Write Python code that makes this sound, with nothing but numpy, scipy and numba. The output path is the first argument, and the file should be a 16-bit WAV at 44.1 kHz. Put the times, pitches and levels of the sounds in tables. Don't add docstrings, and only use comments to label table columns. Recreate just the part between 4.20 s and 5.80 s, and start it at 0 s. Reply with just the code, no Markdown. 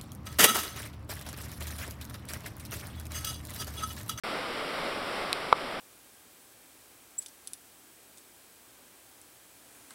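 import sys
import numpy as np
from scipy import signal
from scipy.fft import rfft, irfft
from scipy.io import wavfile
from scipy.ndimage import uniform_filter1d
from numba import njit

SR = 44100
rng = np.random.default_rng(int(sys.argv[2]) if len(sys.argv) > 2 else 0)


def inscribe(sig):
    pcm = np.round(np.clip(np.atleast_2d(sig).T, -1, 1) * 32767)
    wavfile.write(sys.argv[1], SR, pcm.astype(np.int16))


N = 70560

# frequency in Hz, relative spectral level in dB.
RUSH_SPECTRUM = [(20, -11), (45, -15), (110, -13.3), (200, -6.3), (290, -2.7), (390, -3.5), (530, .4),
                 (700, -2.2), (950, -5.6), (1250, -1.8), (1750, -9), (2120, -6), (2600, -11.3), (3300, -11),
                 (4200, -16), (5200, -15.8), (5800, -21.3), (6300, -30), (7200, -28.5), (8600, -25.8),
                 (11000, -29.8), (14000, -39.2), (16000, -42)]
# time in seconds, level in dB.
RUSH_FADER = [(.04, -34.6), (.12, -33.4), (.25, -34.5), (.5, -34.5), (.68, -33.7), (.8, -34.5),
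              (.92, -34.9), (1.03, -34.1), (1.12, -35.6), (1.28, -36.3), (1.42, -36.5), (1.6, -37.1)]
# time in seconds, boost or cut in dB.
LOW_SWELLS = [(.05, -1.5), (.3, -1.5), (.58, .3), (.67, 2.4), (.74, -.7), (1.0, .2), (1.15, 0), (1.6, 1.1)]


def rush(t):
    crossover_hz, flutter_hz, shimmer_hz, wobble_db = 700, 28, 14, .43
    air = noise(RUSH_SPECTRUM)
    low = signal.sosfiltfilt(signal.butter(2, crossover_hz, fs=SR, output="sos"), air)
    hiss = air - low
    low_db = np.interp(t, *np.array(LOW_SWELLS).T) + wobble_db * walk(flutter_hz)
    hiss_db = wobble_db * walk(shimmer_hz)
    fader_db = np.interp(t, *np.array(RUSH_FADER).T)
    return (low * undb(low_db) + hiss * undb(hiss_db)) * undb(fader_db)


# frequency in Hz, relative level in dB, seconds to fall 60 dB.
CASE_MODES = [(168, -10.5, .001), (490, -24, .11), (620, -14.5, .028), (864, -26, .1), (924, 4, .0048),
              (1169, -21.5, .1), (1183, -3.4, .017), (1322, -12.3, .03), (2207, -7, .0065),
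              (3222, -18, .0098), (3854, -14.9, .0098), (5267, -23.5, .0096), (8614, -26, .0039),
              (10743, -31, .003), (13500, -38, .002)]
KNOCK_START_S, KNOCK_CONTACT_S = 1.326, .00193


def knock(t):
    return tap(t, CASE_MODES, KNOCK_START_S, level_db=-7, contact_s=KNOCK_CONTACT_S, build_cycles=.15)


# frequency in Hz, relative level in dB, seconds to fall 60 dB.
BRIGHT_MODES = [(2530, -10, .0099), (2798, -8.3, .0047), (4059, .4, .0044), (4489, -11.4, .0057),
                (5318, -7.7, .0079), (7148, -6.6, .0012), (8531, -5.7, .0034), (10031, -2.3, .0005),
                (12702, -14.5, .0014), (14654, -23.8, .0011)]


def click(t):
    return tap(t, BRIGHT_MODES, start_s=1.12894, level_db=-12, contact_s=.00009, build_cycles=1.73)


# frequency in Hz, relative spectral level in dB.
BUZZ_SPECTRUM = [(150, -25), (450, 0), (900, -2), (1350, 0), (1900, -16), (4000, -24), (8000, -50)]


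def buzz(t, level_db=-25, t60_s=.07):
    since_knock = t - KNOCK_START_S - KNOCK_CONTACT_S
    decay = np.exp(-np.log(1000) * np.maximum(since_knock, 0) / t60_s)
    return undb(level_db) * noise(BUZZ_SPECTRUM) * (since_knock > 0) * decay


def whine(t, hz=12600, rms_db=-74):
    return undb(rms_db) * np.sqrt(2) * np.sin(2 * np.pi * hz * t)


def tap(t, modes, start_s, level_db, contact_s, build_cycles):
    ring = 0
    for hz, mode_db, t60 in modes:
        rise_s = contact_s + build_cycles / hz
        since_peak = t - start_s - rise_s
        swell = np.sin(np.pi / 2 * np.clip((t - start_s) / rise_s, 0, 1)) ** 2
        decay = np.exp(-np.log(1000) * np.maximum(since_peak, 0) / t60)
        ring -= undb(level_db + mode_db) * swell * decay * np.cos(2 * np.pi * hz * since_peak)
    return ring


def undb(db):
    return 10 ** (np.asarray(db) / 20)


def noise(points):
    hz, db = np.array(points).T
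    bin_hz = np.maximum(np.arange(N // 2 + 1) * SR / N, 1)
    colour = undb(np.interp(np.log(bin_hz), np.log(hz), db))
    x = irfft(rfft(rng.standard_normal(N)) * colour, N)
    return x / x.std()


def walk(rate):
    hold = int(SR / rate)
    steps = rng.standard_normal(N)[np.arange(N) // hold]
    slewed = uniform_filter1d(uniform_filter1d(steps, hold), hold // 2)
    return slewed / slewed.std()


@njit
def follow(x, attack, release):
    out, level = np.empty(len(x)), 0.
    for i in range(len(x)):
        rectified = abs(x[i])
        level += (rectified - level) * (attack if rectified > level else release)
        out[i] = level
    return out


def gain_control(x, t):
    threshold_db, ratio = -25, 2.3
    attack_s, release_s, lag_s = .004, .018, .003
    envelope = follow(x, 1 / (attack_s * SR), 1 / (release_s * SR))
    late_envelope = np.interp(t - lag_s, t, envelope)
    overshoot = np.maximum(late_envelope / undb(threshold_db), 1)
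    return x * overshoot ** (1 / ratio - 1)


def scene():
    t = np.arange(N) / SR
    return (rush(t) + knock(t) + click(t) + buzz(t) + whine(t))[None]


def record(dry):
    ceiling_db, cut_in_s = -1.5, .036
    notch_hz, notch_width_hz, high_cut_hz = 6350, 1100, 15800
    t = np.arange(N) / SR
    x = gain_control(dry[0], t)
    x = undb(ceiling_db) * np.tanh(x / undb(ceiling_db))
    x = signal.lfilter(*signal.iirnotch(notch_hz, notch_hz / notch_width_hz, fs=SR), x)
    x = x * (t >= cut_in_s)
    return signal.sosfilt(signal.ellip(10, .1, 70, high_cut_hz, fs=SR, output="sos"), x)[None]


dry = scene()
out = record(dry)
inscribe(out)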